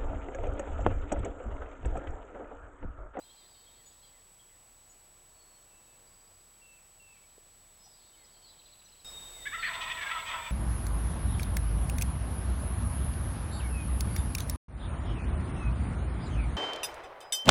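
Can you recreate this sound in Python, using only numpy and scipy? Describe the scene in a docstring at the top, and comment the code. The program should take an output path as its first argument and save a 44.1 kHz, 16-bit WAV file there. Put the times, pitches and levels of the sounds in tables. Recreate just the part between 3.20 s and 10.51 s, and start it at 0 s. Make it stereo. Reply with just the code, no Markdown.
"""A wild turkey gobbles across a clearing in open woods: harmonic pulses and noise puffs through resonances.
The trunks throw the call back as sparse decaying echoes.
Distant songbirds whistle, warble and trill as gliding sines, over a blurred chorus and dull knocks.
Behind them lie hiss, a low murmur, a late rumble and the whine and hum of electronics.
Just before the gobble the hiss, murmur, whine and hum step up together."""
import sys
import numpy as np
from scipy import signal
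from scipy.fft import rfft, irfft
from scipy.io import wavfile
from scipy.ndimage import uniform_filter1d

SR = 44100
rng = np.random.default_rng(int(sys.argv[2]) if len(sys.argv) > 2 else 0)


def ratio_of_db(decibels):
    """Turn decibels (scalar or array-like) into linear amplitude factors; 0 dB maps to 1."""
    return 10 ** (np.asarray(decibels, float) / 20)


def to_wav(s):
    """Save 16-bit WAV."""
    ch = np.atleast_2d(s).T  # columns
    pcm = np.round(np.clip(ch, -1, 1) * 32767)  # PCM
    wavfile.write(sys.argv[1], SR, pcm.astype(np.int16))


N = 322371
T = np.arange(N) / SR
STEP_S = 5.8463  # the background steps up here

# low gurgle at about half the syllables' pitch: start_s, level_db
GURGLE = [(6.47, -39), (6.53, -47), (6.64, -45), (6.78, -48), (6.96, -43.5), (7.06, -50), (7.09, -41.5),
          (7.31, -48)]


def evened(x):
    """Scales to rms 1."""
    return x / np.sqrt(np.mean(x ** 2) + 1e-20)


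def read(points, hz):
    """Reads a spectrum on a log-frequency axis."""
    f, value = np.transpose(points)
    return np.interp(np.log(hz + 1), np.log(f + 1), value)


def add(mix, start_s, sound):
    """Mixes a sound in at start_s."""
    part = mix[round(start_s * SR):][:len(sound)]
    part += sound[:len(part)]


def wobble(n, hz):
    """Smooth random drift of rms 1 with rates up to about hz."""
    span = max(int(SR / hz), 2)
    noise = rng.standard_normal(n + 2 * span)
    smooth = uniform_filter1d(uniform_filter1d(noise, span), span)
    return smooth[span:span + n] * np.sqrt(1.5 * span)


def gobble():
    """Turkey call: open-beak syllables and half-closed coos over the gurgle."""
    # open-beak syllables: start_s, length_s, first_pitch_hz, turning_pitch_hz, level_db
    syllables = [(6.252, 0.032, 489, 582, -37.5), (6.316, 0.053, 522, 696, -38.5),
                 (6.423, 0.045, 562, 663, -34), (6.46, .04, 602, 519, -37), (6.53, .033, 653, 692, -43),
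                 (6.604, 0.049, 602, 617, -42.5), (6.659, 0.046, 609, 626, -47),
                 (6.692, 0.04, 611, 646, -38), (6.769, 0.037, 620, 604, -43),
                 (6.806, 0.035, 548, 569, -38.5), (6.857, 0.04, 546, 548, -39.5),
                 (6.894, 0.034, 571, 639.5, -38.5), (6.972, 0.039, 533, 560, -45.5),
                 (7.053, 0.053, 588.5, 631, -43.5), (7.104, 0.055, 594, 673, -44),
                 (7.175, 0.039, 608, 601, -50), (7.215, .036, 593, 610, -48),
                 (7.247, 0.045, 606, 598, -45.5)]
    # hoarseness: time_s, roughness_0_to_1
    hoarse = [(6.25, .08), (6.32, .12), (6.42, .4), (6.47, .3), (6.55, .4), (6.69, .3), (6.8, .45),
              (6.9, .3), (7.31, .35)]
    # noisy upper bands relative to the mouth tone: time_s, level_db
    rasp = [(6.25, -13.5), (6.45, -14), (6.55, 2), (6.7, -6), (6.9, -10), (7.0, -2), (7.3, -6)]
    # mouth resonance: time_s, centre_hz, width_hz
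    mouth = [(6.25, 1840, 920), (6.32, 1620, 1330), (6.42, 2000, 1300), (6.47, 1780, 1400),
             (6.6, 2200, 1600), (6.8, 1940, 1500), (6.86, 1700, 1300), (6.9, 2160, 1600), (7.3, 2190, 1720)]
    # half-closed coos between and over the syllables: start_s, length_s, level_db
    coos = [(6.371, 0.049, -43.5), (6.91, 0.035, -39), (6.955, 0.035, -41), (7.11, 0.073, -47.5)]
    out = np.zeros(N)
    at_s, mouth_hz, width_hz = np.transpose(mouth)
    for start_s, *row in syllables:
        resonance = np.interp(start_s, at_s, mouth_hz), np.interp(start_s, at_s, width_hz)
        rough = np.interp(start_s, *np.transpose(hoarse))
        rasp_db = np.interp(start_s, *np.transpose(rasp))
        add(out, start_s, syllable(*row, *resonance, rough, rasp_db))
    for start_s, length_s, db in coos:
        coo = syllable(length_s, first_hz=651, turn_hz=668, db=db, mouth_hz=1250, width_hz=1070,
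                       rough=.2, rasp_db=-9.5)
        add(out, start_s, coo)
    add(out, GURGLE[0][0], gurgle())
    return out


def syllable(length_s, first_hz, turn_hz, db, mouth_hz, width_hz, rough, rasp_db):
    """Pitch sweeps to a turning point and sags; the sound swells and stops short."""
    # beak resonances: centre_hz, width_hz, level_db
    beak = [(2880, 870, -0.5), (3518, 360, 5), (4520, 520, -12.5), (6200, 1700, -18.5)]
    sag = 0.635  # final pitch drop as a share of the sweep
    u = np.linspace(0, 1, round(length_s * SR))
    end_hz = turn_hz - sag * abs(turn_hz - first_hz)
    hz = np.interp(u, [0, .6, 1], [first_hz, turn_hz, end_hz])
    hz = uniform_filter1d(hz, size=300, mode="nearest")
    swell = np.interp(u, [0, .2, .7, .88, 1], [0.16, 0.61, 0.65, 0.44, 0.32])
    swell = swell * ratio_of_db(2.1 * wobble(len(u), 92))  # the throat flutters
    tone = np.pad(voice(hz, rough) * swell, (0, 400))  # room to ring
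    rasp = np.pad(voice(hz, .6) * swell, (0, 400))
    shape = [(mouth_hz, width_hz, 0)]
    mouth = evened(tract(tract(tone, shape), shape))  # twice: steep skirts
    return ratio_of_db(db) * (mouth + ratio_of_db(rasp_db) * evened(tract(rasp, beak)))


def gurgle():
    """A very rough low voice through the chest, throbbing."""
    # chest resonances: centre_hz, width_hz, level_db
    chest = [(641, 220, -8), (990, 217, 5.5), (1318, 256, 3), (2000, 920, -4.5)]
    pitch_hz, drift_hz = 325, 13
    at_s, db = np.transpose(GURGLE)
    t = np.arange(at_s[0], at_s[-1], 1 / SR)
    source = voice(pitch_hz + drift_hz * wobble(len(t), 25), .62)
    sound = evened(tract(source, chest))
    level_db = np.interp(t, at_s, db) + 2.1 * wobble(len(t), 45)
    return sound * ratio_of_db(level_db) * np.minimum((t - at_s[0]) / 0.018, 1)


def voice(hz, rough):
    """Jittered harmonic pulses, strong and weak in turn when hoarse, blended with puffs of noise."""
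    turns = np.cumsum(hz * (1 + .09 * rough * wobble(len(hz), 140))) / SR + rng.random()
    harmonics = range(1, int(7000 / hz.max()))
    pulses = sum(np.cos(2 * np.pi * k * turns + 0.347 * k * k) for k in harmonics)
    # half-pitch modulation makes every other pulse weak
    pulses = pulses * (1 + 1.5 * rough * np.cos(np.pi * turns + wobble(len(hz), 40)))
    puffs = (0.18 + np.exp(-(turns % 1) / 0.18)) * rng.standard_normal(len(hz))
    return (1 - rough) * evened(pulses) + .55 * rough * evened(puffs)


def tract(x, modes):
    """Sum of steep resonances of alternating sign."""
    out = 0
    for k, (hz, width_hz, db) in enumerate(modes):
        band = signal.iirpeak(hz, hz / width_hz, SR)
        ring = signal.lfilter(*band, signal.lfilter(*band, x))
        out = out + (-1) ** k * ratio_of_db(db) * ring
    return out


def woods(x):
    """Trunk echoes: sparse taps of random sign, each band dying at its own speed, unit total energy."""
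    # echo decay: band_hz, t60_s
    decay = [(500, 1), (1500, 0.36), (3000, 0.47), (5000, 0.43), (8000, 0.24)]
    taps, at = np.zeros(SR), np.arange(500, SR - 20, 20)
    taps[at + rng.integers(0, 20, len(at))] = rng.choice([-1., 1.], len(at))
    hz, t, z = signal.stft(taps, SR, nperseg=256)
    fade = ratio_of_db(-60 * t / read(decay, hz)[:, None])
    tail = signal.istft(z * fade, SR, nperseg=256)[1]
    return signal.fftconvolve(x, tail / np.linalg.norm(tail))[:N]


def songbirds():
    """Short gliding notes, even trills and long whistles that trail off."""
    # short notes: start_s, length_s, start_hz, end_hz, level_db
    notes = [(0, 0.021, 4650, 4900, -67), (.03, .08, 3650, 3680, -72), (.03, .11, 3250, 3150, -70.5),
             (.17, .05, 3184, 3170, -70), (.195, .04, 3700, 3750, -71), (.33, 0.036, 3750, 3740, -69),
             (.332, .09, 4280, 4450, -72), (.331, .16, 3090, 3100, -75), (.485, .08, 3700, 3715, -69.5),
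             (.527, .07, 4290, 4370, -75), (0.546, .08, 3220, 3240, -74), (.64, .09, 4780, 4830, -77),
             (.649, 0.053, 3590, 3680, -73), (0.805, 0.091, 4110, 4050, -70), (.826, .04, 4720, 4740, -72),
             (1.11, 0.023, 7800, 8250, -64), (2.35, 0.028, 7700, 8150, -67), (2.63, .09, 3880, 3720, -78),
             (3.55, .05, 2630, 2340, -74), (3.928, 0.076, 2530, 2160, -72), (4.032, 0.024, 2275, 2240, -73),
             (4.633, .04, 5780, 5880, -68), (4.723, .05, 4630, 4900, -68), (4.81, .05, 4150, 4280, -71),
             (4.924, 0.041, 3110, 2990, -70), (4.95, .12, 2310, 1880, -74.5),
             (4.84, 0.089, 4730, 4850, -75), (4.828, .08, 3570, 3630, -79), (5.055, .015, 5300, 6200, -69),
             (5.287, 0.058, 3700, 3700, -77), (4.958, .08, 3730, 3750, -77), (4.968, .07, 4330, 4300, -73),
             (5.038, .026, 5200, 4820, -66), (5.219, .067, 4490, 4260, -62),
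             (5.26, 0.064, 4110, 3930, -62.5), (5.265, .056, 4740, 5150, -67),
             (5.272, .055, 4620, 4520, -66), (5.64, .026, 6200, 5740, -66), (6.12, 0.15, 2300, 1800, -65),
             (6.387, 0.054, 4480, 4350, -55), (6.411, 0.084, 4060, 4350, -51), (6.45, .05, 4550, 4590, -54)]
    # trills, one chip repeated evenly: start_s, chip_name, chip_count, first_level_db
    trills = [(.012, "hook", 4, -63), (.097, "cluck", 4, -65), (.19, "slur", 4, -76.5),
              (.653, "dip", 2, -58.5), (2.868, "rise", 9, -67), (5.386, "fall", 7, -60),
              (5.414, "flick", 7, -66.5), (5.679, "arch", 2, -68), (6.475, "fall", 10, -50.5)]
    # chip shapes by name: length_s, start_hz, middle_hz, end_hz, repeat_s, fade_db_per_chip
    chip_shapes = {"rise": (.017, 4550, 4800, 5050, .0671, 1.3),
                   "fall": (0.0226, 4300, 4040, 3700, .0671, 0.57),
                   "flick": (0.013, 2410, 2700, 3360, .0671, 0.56),
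                   "hook": (.04, 3850, 4120, 4150, .0755, 1.9),
                   "cluck": (0.0414, 3150, 3370, 3050, .363, 0.092),
                   "slur": (.11, 2130, 2000, 1570, .361, .1), "dip": (0.044, 7150, 6750, 7450, 1.035, 1.9),
                   "arch": (0.0305, 5200, 5300, 4250, .118, 1.5)}
    # long whistles: start_s, length_s, start_hz, end_hz, level_db
    whistles = [(2.14, .24, 4450, 4350, -72.5), (2.502, 0.23, 2675, 2626, -75),
                (3.413, .14, 2730, 2640, -65.5), (3.795, 0.14, 2746, 2610, -65),
                (4.589, 0.167, 5150, 5080, -68), (5.845, 0.058, 5160, 5160, -58),
                (5.845, 0.75, 3735, 3645, -50)]
    out = np.zeros(N)
    for start_s, length_s, start_hz, end_hz, db in notes:
        n = round(length_s * SR)
        note = whistle(np.linspace(start_hz, end_hz, n), db, 1.3)
        add(out, start_s, note * signal.windows.tukey(n, .5))

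    for start_s, chip, count, db in trills:
        length_s, *hz, every_s, fade_db = chip_shapes[chip]
        u = np.linspace(0, 1, round(length_s * SR))
        for k in range(count):
            note = whistle(np.interp(u, [0, .5, 1], hz), db - k * fade_db, 1.1)
            add(out, start_s + k * every_s, note * signal.windows.tukey(len(u), .6))

    rise_s, fade_db_per_s, tail_db, tail_s = .006, 11, -10, .2
    waver_hz_per_s, throb_db_per_s = 20, 3  # rms per second of length: longer whistles waver more
    for start_s, length_s, start_hz, end_hz, db in whistles:
        t = np.arange(0, length_s + tail_s, 1 / SR)
        trail_db = np.interp(t - length_s, [0, .012, tail_s], [0, tail_db, 2 * tail_db])
        hz = np.interp(t, [0, length_s], [start_hz, end_hz])
        hz = hz + waver_hz_per_s * length_s * wobble(len(t), 60)
        throb_db = throb_db_per_s * length_s * wobble(len(t), 45)
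        note = whistle(hz, db - fade_db_per_s * t + trail_db + throb_db, 1.8)
        add(out, start_s, note * np.minimum(t / rise_s, 1))
    return out


def whistle(hz, db, flutter_db):
    """A near sine that the air between the trees makes flutter."""
    level = np.sqrt(2) * ratio_of_db(db + flutter_db * wobble(len(hz), 120))
    return level * np.sin(2 * np.pi * np.cumsum(hz) / SR)


def chorus():
    """Far birds too blurred for single notes: many short random bent glides."""
    # chorus level: time_s, level_db
    levels = [(0, -71), (.6, -71), (.92, -78), (1.3, -105), (2.55, -103), (2.7, -75), (2.85, -100),
              (3.7, -88), (4.1, -79.5), (4.5, -78), (4.75, -73), (5.4, -70), (5.9, -77), (7.31, -74)]
    out, u = np.zeros(N), np.linspace(0, 1, 1800)
    for at, pitch, glide, bend, size in rng.random((1300, 5)):
        hz = 3200 + 1800 * pitch + 500 * (glide - .5) * u + 500 * (bend - .5) * np.sin(np.pi * u)
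        note = np.hanning(len(u)) * np.sin(2 * np.pi * np.cumsum(hz) / SR)
        add(out, at * N / SR, ratio_of_db(8 * size) * note)
    return evened(out) * ratio_of_db(np.interp(T, *np.transpose(levels)))


def knocks():
    """Dull knocks, each one quickly damped ring."""
    # knocks: start_s, level_db, pitch_hz, t60_s
    rings = [(4.18, -42.5, 433, 0.017), (4.664, -53, 780, 0.033), (4.676, -51, 790, 0.026)]
    out, t = np.zeros(N), np.arange(3000) / SR
    for start_s, db, hz, t60_s in rings:
        ring = ratio_of_db(db - 60 * t / t60_s) * np.sin(2 * np.pi * hz * t)
        add(out, start_s, ring * np.minimum(t / 0.001, 1))
    return out


def hiss():
    """Smooth noise of air and circuits, louder after the step."""
    # relative noise density: frequency_hz, density_db
    spectrum = [(8, -20), (25, -2.5), (48, -5), (65, -0.5), (120, -6.5), (280, -13.5), (600, -11),
                (1050, -12), (1500, -16), (4000, -17), (9000, -21), (16000, -22.5)]
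    # rise at the step: frequency_hz, gain_db
    lift = [(30, 11), (100, 8.5), (400, 11), (2000, 10), (10000, 10)]
    before_db = -64  # rms before the step
    hz = np.fft.rfftfreq(N, 1 / SR)
    noise = rfft(rng.standard_normal(N)) * ratio_of_db(read(spectrum, hz))
    before = irfft(noise, N)
    after = irfft(noise * ratio_of_db(read(lift, hz)), N)
    return np.where(T < STEP_S, before, after) * ratio_of_db(before_db) / np.std(before)


def rumble():
    """Far low noise that enters late and grows."""
    # rumble level: time_s, level_db
    levels = [(6.2, -67), (6.5, -59.5), (6.9, -61), (7.31, -55.5)]
    band = signal.butter(2, (45, 110), "band", fs=SR, output="sos")
    low = signal.sosfilt(band, rng.standard_normal(N))
    return evened(low) * ratio_of_db(np.interp(T, *np.transpose(levels), left=-120))


def murmur():
    """Distant low noise that swells and fades, lifted at the step."""
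    # murmur level before the lift: time_s, level_db
    levels = [(0, -71.5), (1.3, -77.5), (2.9, -71), (3.6, -81), (4.4, -83), (5.3, -70), (5.8, -81),
              (7.31, -73.5)]
    band = signal.butter(2, (270, 1100), "band", fs=SR, output="sos")
    low = signal.sosfilt(band, rng.standard_normal(N))
    lift_db = 11.0 * (T >= STEP_S)
    return evened(low) * ratio_of_db(np.interp(T, *np.transpose(levels)) + lift_db)


def electronics():
    """A whine whose sign flips at an even rate, and a few steady tones; all lifted at the step."""
    # steady tones, rms level before the step: pitch_hz, level_db, wander_hz
    tones = [(29.9, -71, .3), (14488, -84, 5), (15734.3, -81, .1)]
    whine_hz, whine_db, flips_per_s, lift_db = 7867.13, -61, 60.0575, 9.5  # whine_db before the step
    late = T >= STEP_S
    first_flip_s = np.where(late, 5.8557, .01276)  # the flips restart at the step
    flips = np.sign(np.sin(np.pi * flips_per_s * (T - first_flip_s)))
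    flips = uniform_filter1d(flips, size=16)
    out = ratio_of_db(whine_db) * flips * np.sin(2 * np.pi * whine_hz * T)
    for hz, db, wander_hz in tones:
        phase = 2 * np.pi * np.cumsum(hz + wander_hz * wobble(N, 8)) / SR
        out = out + ratio_of_db(db) * np.sin(phase)
    return np.sqrt(2) * out * ratio_of_db(lift_db * late)


def scene():
    """Turkey and songbirds with their echoes over the background; both channels alike."""
    turkey, birds, far = gobble(), songbirds(), chorus()
    echoes = ratio_of_db(-7.0) * woods(turkey) + woods(ratio_of_db(-7.5) * birds + far)
    calls = turkey + birds + 0.2 * far + echoes  # the chorus is mostly heard through its echoes
    background = hiss() + rumble() + murmur() + electronics()
    mix = calls + knocks() + background
    return np.array([mix, mix])


def band_limit(x):
    """A steep low-pass at the top of the band."""
    return signal.sosfilt(signal.butter(12, 16250, fs=SR, output="sos"), x)


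def record(dry):
    """Turns the finished mix into the output sound."""
    return band_limit(dry)


dry = scene()
out = record(dry)
to_wav(out)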